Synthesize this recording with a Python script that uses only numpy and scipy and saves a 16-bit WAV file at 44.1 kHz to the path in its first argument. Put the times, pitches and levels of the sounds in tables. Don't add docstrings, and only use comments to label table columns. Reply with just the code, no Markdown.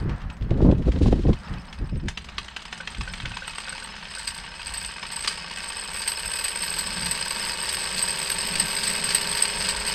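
import sys
import numpy as np
from scipy import signal
from scipy.fft import rfft, irfft, next_fast_len
from scipy.io import wavfile
from scipy.ndimage import map_coordinates

SR = 44100
rng = np.random.default_rng(int(sys.argv[2]) if len(sys.argv) > 2 else 0)


def store_wav(level_fs):
    pcm = np.round(np.clip(np.atleast_2d(level_fs), -1, 1) * 32767)
    wavfile.write(sys.argv[1], SR, pcm.T.astype(np.int16))


N = 438354
TIME = np.arange(N) / SR
FFT_SIZE = 2 * next_fast_len(N // 2 + 8192)

def amp(db):
    return 10 ** (np.asarray(db) / 20)

def along(points, hz):
    freqs, values = np.transpose(points)
    return np.interp(np.log(hz + 1), np.log(freqs + 1), values)

def curves(rows):
    times, *columns = np.transpose(rows)
    return [np.interp(TIME, times, column) for column in columns]

def wobble(knots_per_s):
    return map_coordinates(rng.standard_normal(4096), [np.arange(N) * knots_per_s / SR], mode="wrap")

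def white():
    return rng.standard_normal(N)

def filtered(x, response):
    gain = response(np.fft.rfftfreq(FFT_SIZE, 1 / SR))
    return irfft(rfft(x, FFT_SIZE) * gain / np.sqrt(np.mean(np.abs(gain) ** 2)), FFT_SIZE)[:N]

def coloured(x, spectrum):
    def response(hz):
        cepstrum = irfft(np.log(amp(along(spectrum, hz))))
        cepstrum[1:len(hz) - 1] *= 2
        cepstrum[len(hz):] = 0
        return np.exp(rfft(cepstrum))
    return filtered(x, response)

def rung(x, modes):
    def response(hz):
        return sum((-1) ** k * amp(db) * 1j * hz * width / (centre ** 2 - hz ** 2 + 1j * hz * width)
                   for k, (centre, width, db) in enumerate(modes))
    return filtered(x, response)

def spikes(times, sizes):
    return np.bincount(np.maximum(np.round(times * SR), 0).astype(int), sizes, N)[:N]

def bursts(hits, rise, decay):
    t = np.arange(SR // 8) / SR
    envelope = (1 - np.exp(-t / rise)) * np.exp(-t / decay)
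    return signal.fftconvolve(hits, envelope / envelope.max())[:N] * white()

def strokes(angle, offset, scatter_db, slack=0):
    size_spread, time_spread = rng.standard_normal((2, 256))
    turns = np.arange(256) - 1 + offset + slack * time_spread
    times = np.interp(turns, angle, TIME, left=N, right=N)
    heard = times < N
    return spikes(times[heard], amp(scatter_db * size_spread[heard]))

def chatter(angle, count, scatter_db):
    return sum(strokes(angle, k / count, scatter_db, slack=0.0898) for k in range(count))

def levelled(x, seconds):
    window = signal.windows.hann(int(seconds * SR))
    power = np.abs(signal.fftconvolve(x ** 2, window, "same")) / (seconds * SR / 2)
    return x / np.sqrt(power + 0.36 * np.mean(x ** 2))

# time in seconds, level in dB.
DRONE_LEVEL = [(0, -45.5), (3.4, -52.5), (4.6, -54.5), (5.4, -52), (6.5, -57.5), (6.77, -44.5), (7.75, -50),
               (8.0, -45), (8.25, -48), (8.6, -40), (9.25, -45.5), (9.94, -46.5)]
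# frequency in Hz, gain in dB.
DRONE_SPECTRUM = [(40, -2.5), (110, -8.5), (180, 4.5), (220, -1), (270, -14.5), (600, -17.5), (2000, -33.5),
                  (8000, -56), (12000, -51)]

def drone():
    return amp(curves(DRONE_LEVEL)[0] + 2.5 + 2 * wobble(7.1)) * coloured(white(), DRONE_SPECTRUM)

# time in seconds, level in dB.
SLEEVE_LEVEL = [(.5, -83), (.63, -50), (.76, -66), (.86, -56.5), (1.06, -46), (1.25, -55), (1.7, -69),
                (2, -91)]
# frequency in Hz, gain in dB.
CLOTH_SPECTRUM = [(400, -59), (1500, -1.5), (4000, 3), (6000, -5.5), (9500, -12.5), (11000, -30),
                  (15000, -32)]

def sleeve():
    return amp(curves(SLEEVE_LEVEL)[0] + 2.8 * wobble(60.55)) * coloured(white(), CLOTH_SPECTRUM)

# start in seconds, hold in seconds, strength in dB.
WIND_GUSTS = [(0.016, 0.11, -21), (0.241, 0.038, -26), (0.413, 0.071, -23), (0.516, 0.0069, -14),
              (0.558, 0.045, -17), (0.622, 0.073, -12.5), (0.74, 0.073, -18.5), (0.87, 0.012, -14),
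              (0.944, 0.043, -18), (1.009, 0.07, -14.5), (1.113, 0.085, -15.5), (1.253, 0.047, -13.5),
              (1.511, 0.042, -23), (1.811, 0.024, -22), (1.928, 0.043, -22.5), (2.04, 0.028, -22.5),
              (2.155, 0.29, -39.5), (2.989, 0.033, -26), (3.114, 0.02, -31.5), (3.228, 0.059, -28),
              (4.63, 0.27, -42.5), (6.256, 0.029, -34.5), (9.56, 0.27, -40)]

def gustiness():
    attack_s, release_s, full_gust_db = 0.02, 0.035, -15
    strength = amp(-51 - wobble(7))
    for start, hold, db in WIND_GUSTS:
        before = np.maximum(start - TIME, 0) / attack_s
        after = np.maximum(TIME - start - hold, 0) / release_s
        strength = np.maximum(strength, amp(db) * np.exp(-before - after))
    eddies_db = 1.3 * wobble(30)
    return 20 * np.log10(strength) - full_gust_db + eddies_db

# frequency in Hz, gain in dB.
RUMBLE_SPECTRUM = [(15, -4.5), (30, 0), (75, 0.5), (150, -2.5), (240, -12.5), (400, -38), (1000, -76),
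                   (3000, -84)]
FLUTTER_SPECTRUM = [(60, -22), (150, 0), (280, 5), (480, -5.5), (700, -18), (950, -23.5), (1400, -37),
                    (4000, -53), (15000, -81)]

def wind():
    gust_db = gustiness()
    rumble = levelled(coloured(white(), RUMBLE_SPECTRUM), seconds=0.11)
    flutter = levelled(coloured(white(), FLUTTER_SPECTRUM) * amp(4.5 * wobble(70)), seconds=0.1)
    murmur = coloured(white(), [(15, -32.5), (30, 3.5), (70, 2.5), (110, -22), (250, -23),
                                (1000, -51.5), (15000, -110)])
    return (amp(-27 + 0.63 * gust_db) * murmur + amp(-17 + 1.28 * gust_db) * rumble
            + amp(-21.5 + 2.35 * gust_db) * flutter)

# start in seconds, level in dB.
EDDY_HITS = [(0.512, -17), (0.604, -12), (0.646, -12), (0.699, -15), (0.723, -9.5), (0.881, -11),
             (0.958, -24), (1.058, -9), (1.125, -9.5), (1.282, -17.5)]
# frequency in Hz, gain in dB.
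THUMP_SPECTRUM = [(80, -5), (300, -3), (520, -7), (900, -22.5), (1500, -36.5), (5000, -66), (15000, -85)]

def buffets():
    times, db = np.transpose(EDDY_HITS)
    return amp(-2.5) * coloured(bursts(spikes(times, amp(db)), rise=0.0014, decay=0.0047), THUMP_SPECTRUM)

# frequency in Hz, time to decay by 60 dB in seconds.
PATIO_DECAY = [(200, 0.2), (2000, 0.087), (10000, 0.15)]

def patio(x):
    hz, t, noise = signal.stft(rng.standard_normal(SR // 3), SR, nperseg=256)
    decay = amp(-60 * t / along(PATIO_DECAY, hz)[:, None])
    tail = signal.istft(noise * decay, SR, nperseg=256)[1]
    return signal.fftconvolve(x, np.pad(tail, (SR // 250, 0)) / np.linalg.norm(tail))[:N]

# time in seconds, level in dB.
FLAME_LEVEL = [(0, -45), (.25, -46.5), (.4, -51), (.9, -53.5), (1.3, -52), (1.5, -43.5), (1.7, -51),
               (2, -56.5), (3, -51), (9.94, -57)]

def burner():
    flame = coloured(white(), [(300, -8), (850, 4.5), (1800, 2), (2400, -8), (5000, -19.5), (15000, -56)])
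    return amp(curves(FLAME_LEVEL)[0] + 2.3 * wobble(25)) * flame

# frequency in Hz, gain in dB.
SHELL_RESPONSE = [(250, -16), (350, -8), (415, 0), (455, -4), (500, 0), (570, -1), (640, -2), (700, -11),
                  (800, -7), (865, -7), (905, 0), (955, 1), (1000, -7), (1090, -6), (1200, -16)]
# multiple of the crank speed, extra gain in dB.
HUM_HARMONICS = [(15, 1), (16, -2), (17, 8), (18, -4), (20, -3), (21, 2), (22, 1), (23, 2), (24, -2),
                 (25, 1), (26, 1)]

def shell_hum(angle, speed):
    orders, extra_db = np.arange(12, 62), dict(HUM_HARMONICS)
    hum = np.zeros(N)
    for order, phase in zip(orders, rng.random(len(orders))):
        gain = amp(along(SHELL_RESPONSE, order * speed) + extra_db.get(order, 0))
        hum += gain * np.sin(2 * np.pi * (order * angle + phase))
    growth = (speed / speed.max()) ** 2.3
    return amp(curves(STEAM_FLOW)[0] - 4) * growth * hum / np.std(hum[-SR:])

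# time in seconds, level in dB.
GLAND_LEVEL = [(2.06, -77), (2.1, -56), (2.4, -52), (3.4, -48), (4.2, -50), (5.5, -72)]
# frequency in Hz, gain in dB.
GLAND_SPECTRUM = [(500, -23), (1500, 11), (4200, 9), (5200, -6), (5500, -9), (5900, -2), (6200, -1.5),
                  (6900, -11), (7500, -2), (9000, -17), (11000, -34), (12000, -35), (15500, -34)]

def gland():
    return amp(curves(GLAND_LEVEL)[0] + 0.5 * wobble(29.5)) * coloured(white(), GLAND_SPECTRUM)

# time in seconds, level in dB.
RIM_LEVEL = [(0, -78), (1.1, -73), (1.5, -59), (2.4, -60), (3.5, -54), (5, -49.5), (6.5, -43), (9.94, -42)]
# frequency in Hz, bandwidth in Hz, gain in dB.
FLYWHEEL_MODES = [(5125, 60, -7), (5205, 38, 0)]

def flywheel(angle):
    jolts = bursts(chatter(angle, count=4, scatter_db=3), rise=.0005, decay=.004)
    tone = coloured(rung(jolts, FLYWHEEL_MODES), [(3000, -20), (5200, 0), (7000, -25)])
    return amp(curves(RIM_LEVEL)[0] + 2 * wobble(11)) * levelled(tone, seconds=.2)

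# start in seconds, level in dB.
LINKAGE_HITS = [(2.803, -24.5), (3.075, -26), (3.252, -27), (3.31, -31), (3.4214, -25.5), (3.675, -27),
                (3.7264, -25), (3.8222, -29), (4.173, -28)]
# frequency in Hz, bandwidth in Hz, gain in dB.
LINKAGE_MODES = [(531, 20, -8.5), (1490, 59, 8.5), (1605, 62, 2.5)]

def linkage_clinks():
    times, db = np.transpose(LINKAGE_HITS)
    ring = rung(spikes(times, amp(db)), LINKAGE_MODES)
    return amp(16) * coloured(ring, [(400, 9), (1600, -3.5), (3000, 1.5), (12000, -29)])

# frequency in Hz, gain in dB.
FRAME_RESPONSE = [(250, -34.5), (500, -17.5), (1300, -9), (1700, -1), (3200, -3), (3800, -2.5), (4700, 4),
                  (5250, -3), (5550, -9.5), (6200, -8.5), (7000, -14), (8500, 1), (9800, -19.5),
                  (12500, -28), (15500, -33.5)]

def frame_clatter(hits, rise, decay):
    return coloured(bursts(hits, rise, decay), FRAME_RESPONSE)

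# frequency in Hz, bandwidth in Hz, gain in dB.
ROD_MODES = [(935, 40, 0), (1595, 70, -1), (1819, 60, -3), (2190, 70, 0), (2598, 60, 1), (2867, 60, -2)]
FITTING_MODES = [(4150, 200, -8), (4450, 160, -6), (4660, 130, -2), (4830, 130, -1), (5040, 150, -3)]

def rod_ring(hits):
    ring = rung(hits, ROD_MODES + FITTING_MODES)
    return coloured(ring, [(500, -20), (900, -2), (3500, -1), (4600, 4), (5150, 3),
                           (5600, -14), (12000, -30)])

# start in seconds, level in dB.
ROD_HITS = [(6.389, -23), (6.41, -26), (6.629, -24), (6.971, -30), (7.056, -25.5), (7.15, -23.5),
            (7.225, -19.5), (7.344, -29), (7.36, -22), (7.426, -24.5), (7.442, -25), (7.509, -28),
            (7.532, -25), (8.623, -28), (8.765, -20), (8.936, -24), (9.087, -28), (9.182, -19),
            (9.229, -23), (9.349, -21), (9.389, -29), (9.453, -17), (9.659, -27)]

def rod_ticks():
    times, db = np.transpose(ROD_HITS)
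    hits = spikes(times, amp(db))
    clatter = frame_clatter(hits, rise=.0003, decay=.003)
    return amp(12) * rod_ring(hits) + amp(9) * rung(hits, FITTING_MODES) + amp(-12) * clatter

# time in seconds, knock level in dB.
BEARING_LOAD = [(0, -33.5), (1.35, -27), (1.55, -35), (2.0, -42), (2.14, -21.5), (2.39, -16.5),
                (2.56, -17.5), (2.75, -19), (3.55, -21.5), (4, -29), (9.94, -22.5)]
# start in seconds, level in dB, relative treble in dB.
STRAY_KNOCKS = [(0.215, -41, -13), (0.422, -35.5, -20), (0.918, -47, -31), (0.959, -33.5, -24),
                (1.5883, -46, -46), (1.7267, -28, -19), (1.786, -43, -25), (2.083, -21, -11),
                (5.027, -23.5, -17), (5.245, -19.5, -13), (5.2752, -17.5, -10)]
# frequency in Hz, gain in dB.
KNOCK_SPECTRUM = [(200, -10.5), (600, -14.5), (950, 1.5), (1400, -0.5), (2300, 2), (2700, 2), (3150, 3),
                  (3650, -1), (5000, -8.5), (7000, -36), (12000, -54)]
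CRACK_SPECTRUM = [(3000, 1), (6000, 1.5), (8500, -4), (9800, -17), (10600, -7.5), (11100, -23),
                  (12500, -27), (14900, -31), (15450, -22), (15900, -34)]

def knocks(angle):
    load = amp(curves(BEARING_LOAD)[0])
    outward = load * strokes(angle, offset=.03, scatter_db=0.6)
    back = load * amp(-8.5) * strokes(angle, offset=.565, scatter_db=1.2)
    valve = load * strokes(angle, offset=.36, scatter_db=1.2)
    times, db, treble_db = np.transpose(STRAY_KNOCKS)
    blows = outward + back + amp(-14.5) * valve + spikes(times, amp(db))
    edges = amp(-19.5) * outward + amp(-20) * back + amp(-25.5) * valve
    edges += spikes(times, amp(db + treble_db))
    body = coloured(bursts(blows, rise=.003, decay=.0035), KNOCK_SPECTRUM)
    crack = coloured(bursts(edges, rise=.002, decay=.007), CRACK_SPECTRUM)
    return amp(-6.5) * body + amp(-0.5) * crack

# frequency in Hz, gain in dB.
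CONTACT_SPECTRUM = [(1000, -4), (6000, 8), (8200, -0.5), (9500, -1), (12000, -11.5), (15500, -20)]
# frequency in Hz, bandwidth in Hz, gain in dB.
GEAR_MODES = [(7878, 30, -9), (8292, 75, 0), (8440, 100, -3), (10900, 35, -13), (12302, 45, -3.5),
              (14330, 55, -14)]

def gear_ring(hits):
    return rung(coloured(hits, CONTACT_SPECTRUM), GEAR_MODES)

# start in seconds, level in dB.
TOOTH_HITS = [(0.325, -45), (1.87, -49), (1.972, -44), (2.909, -37), (3.124, -36), (3.475, -28),
              (3.58, -32), (3.692, -31), (3.838, -28), (4.198, -30), (4.668, -26), (4.778, -23),
              (5.119, -26), (5.161, -24), (5.206, -25), (5.683, -27), (5.794, -24)]

def tooth_strikes():
    times, db = np.transpose(TOOTH_HITS)
    ring = gear_ring(bursts(spikes(times, amp(db)), rise=.0002, decay=.003))
    return amp(-1) * coloured(ring, [(9500, 0), (11500, -9)])

# start in seconds, level in dB, relative level of the body in dB, level of the lead-in touch in dB.
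CLANK_HITS = [(4.272, -20, -4, -30), (4.7397, -21, -13, -35), (5.2745, -30, 12.5, -34),
              (6.075, -11.5, -9, -23.5), (6.44, -8.5, -14, -31), (6.7846, -8, -15, -48),
              (7.11, -11, -15, -25), (7.69, -19.5, -1, -41), (8.024, -7.5, -21.5, -19.5),
              (8.315, -13, -13, -28), (8.5967, -6, -13, -21.5), (8.874, -11, -11, -17.5),
              (9.146, -3, -15.5, -17.5), (9.42, -8, -13, -22.5), (9.687, -10.5, -8, -23)]

def clanks():
    times, db, body_db, lead_db = np.transpose(CLANK_HITS)
    crank_period = 1 / np.interp(times, *np.transpose(CRANK_SPEED))
    lead = spikes(times - crank_period, amp(lead_db))
    ring = gear_ring(bursts(spikes(times, amp(db)) + amp(-6) * lead, rise=0.000098, decay=0.0051))
    shock = spikes(times, amp(db + body_db)) + lead
    body = frame_clatter(shock, rise=0.0003, decay=0.014)
    fittings = rung(bursts(shock, rise=.001, decay=.005), FITTING_MODES)
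    return amp(-5.5) * ring + amp(-4.5) * body + amp(-9) * fittings

def brightened(x, db):
    treble = signal.sosfiltfilt(signal.butter(8, 10000, "high", fs=SR, output="sos"), x)
    return x - treble + treble * amp(2 + 0.71 * (db - np.percentile(db, 90)))

# time in seconds, ringing in dB, clatter in dB,
# hush of the ringing at the tightest mesh in dB (a negative hush is a boost).
RATTLE_LEVELS = [(0, -69, -59.5, -17), (0.9, -81, -78, -3), (1.5, -59, -51, 0), (2.05, -75, -60, -1),
                 (2.4, -54, -56, -2), (3.0, -43.5, -47, 3), (3.7, -42, -40.5, 11.5),
                 (4.3, -31.5, -38.5, 19.5), (5.2, -30, -37, 9.5), (5.43, -39, -35, 10), (5.7, -31, -39, 6),
                 (6.1, -24.5, -37.5, 1.5), (7, -26, -33.5, 0.5), (8.0, -23, -31.5, 3.5),
                 (9.3, -24, -31.5, -0.5), (9.94, -24.5, -30.5, 7.5)]
GEAR_RATIO, MESH_AT = 6.575, .83

def gear_levels(angle):
    ring_db, clatter_db, hush_db = curves(RATTLE_LEVELS)
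    tightness = (.5 + .5 * np.cos(2 * np.pi * (angle / GEAR_RATIO - MESH_AT))) ** 2
    chance = wobble(26)
    return ring_db - hush_db * tightness + 2 * chance, clatter_db - 0.7 * hush_db * tightness + chance

def gear_rattle(angle):
    ring_db, clatter_db = gear_levels(angle)
    thrust = amp(2 * np.cos(4 * np.pi * (angle - PUFF_AT)))
    teeth = thrust * chatter(angle, count=8, scatter_db=3.5)
    rods = thrust * chatter(angle, count=4, scatter_db=4)
    ring = levelled(gear_ring(bursts(teeth, rise=0.00018, decay=0.0022)), seconds=0.18)
    clatter = levelled(frame_clatter(teeth + rods, rise=0.0004, decay=0.0028), seconds=0.18)
    pings = levelled(rod_ring(rods), seconds=0.15)
    return (amp(ring_db - 8) * brightened(ring, ring_db)
            + amp(clatter_db - 1.5) * brightened(clatter, clatter_db) + amp(clatter_db - 4) * pings)

# time in seconds, level in dB.
STEAM_FLOW = [(0, -64), (1.55, -50.5), (1.96, -53), (2.63, -50.5), (3.68, -43.5), (4.5, -43), (6.1, -38.5),
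              (8.6, -37.5), (9.94, -37)]
# frequency in Hz, gain in dB.
PUFF_SPECTRUM = [(250, 4.5), (500, 4.5), (2800, -4), (4500, 16.5), (6000, -29), (10500, -32), (12000, -45),
                 (15500, -59)]
LEAK_SPECTRUM = [(100, -4), (350, -12.5), (700, -6.5), (900, -7.5), (1350, 0), (1700, 2), (3000, 2),
                 (5100, -16.5), (5700, -10), (8500, -23.5), (11000, -26), (15500, -48)]
# frequency in Hz, bandwidth in Hz, gain in dB.
CHIMNEY_MODES = [(545, 34, -19), (640, 41, -17), (914.4, 48, 1.5), (1135, 66, -0.5), (1582, 112, 2.5),
                 (1890, 170, -3), (2198, 51, 1.5), (2545, 67, 7), (2920, 264, -1)]
PUFF_AT, RETURN_PUFF_AT = .72, .2

def exhaust(angle):
    puffs = strokes(angle, PUFF_AT, scatter_db=2, slack=.004)
    puffs += amp(-3) * strokes(angle, RETURN_PUFF_AT, scatter_db=2, slack=.004)
    jets = coloured(bursts(puffs, rise=0.0016, decay=0.006), PUFF_SPECTRUM)
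    rush = levelled(rung(jets, CHIMNEY_MODES), seconds=0.18)
    leak = amp(-6.5) * coloured(white(), LEAK_SPECTRUM) * amp(2 * wobble(25))
    return amp(curves(STEAM_FLOW)[0]) * (rush + leak)

# time in seconds, speed in turns per second.
CRANK_SPEED = [(0, 4.85), (1.6, 4.85), (2, 4.6), (2.27, 4.7), (2.64, 6.14), (3, 7.62), (3.5, 9.5),
               (4, 11.3), (4.5, 13), (5, 14.12), (5.5, 15.17), (6, 17.14), (6.5, 18.8), (7, 20.15),
               (7.5, 21.65), (8.5, 23.31), (9, 24), (9.94, 24.78)]

def scene():
    speed, = curves(CRANK_SPEED)
    angle = np.cumsum(speed) / SR + .58
    engine = (exhaust(angle) + gland() + flywheel(angle) + gear_rattle(angle) + tooth_strikes()
              + knocks(angle) + rod_ticks() + linkage_clinks() + clanks())
    roller = engine + amp(-8) * patio(engine) + shell_hum(angle, speed) + burner()
    return (roller + wind() + buffets() + drone() + sleeve())[None]

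def record(dry):
    ceiling, top_hz = .58, 15900
    rounded = dry / (1 + np.abs(dry / ceiling) ** 6) ** (1 / 6)
    passband = np.fft.rfftfreq(FFT_SIZE, 1 / SR) < top_hz
    return irfft(rfft(rounded, FFT_SIZE) * passband, FFT_SIZE)[:, :N]

dry = scene()
out = record(dry)
store_wav(out)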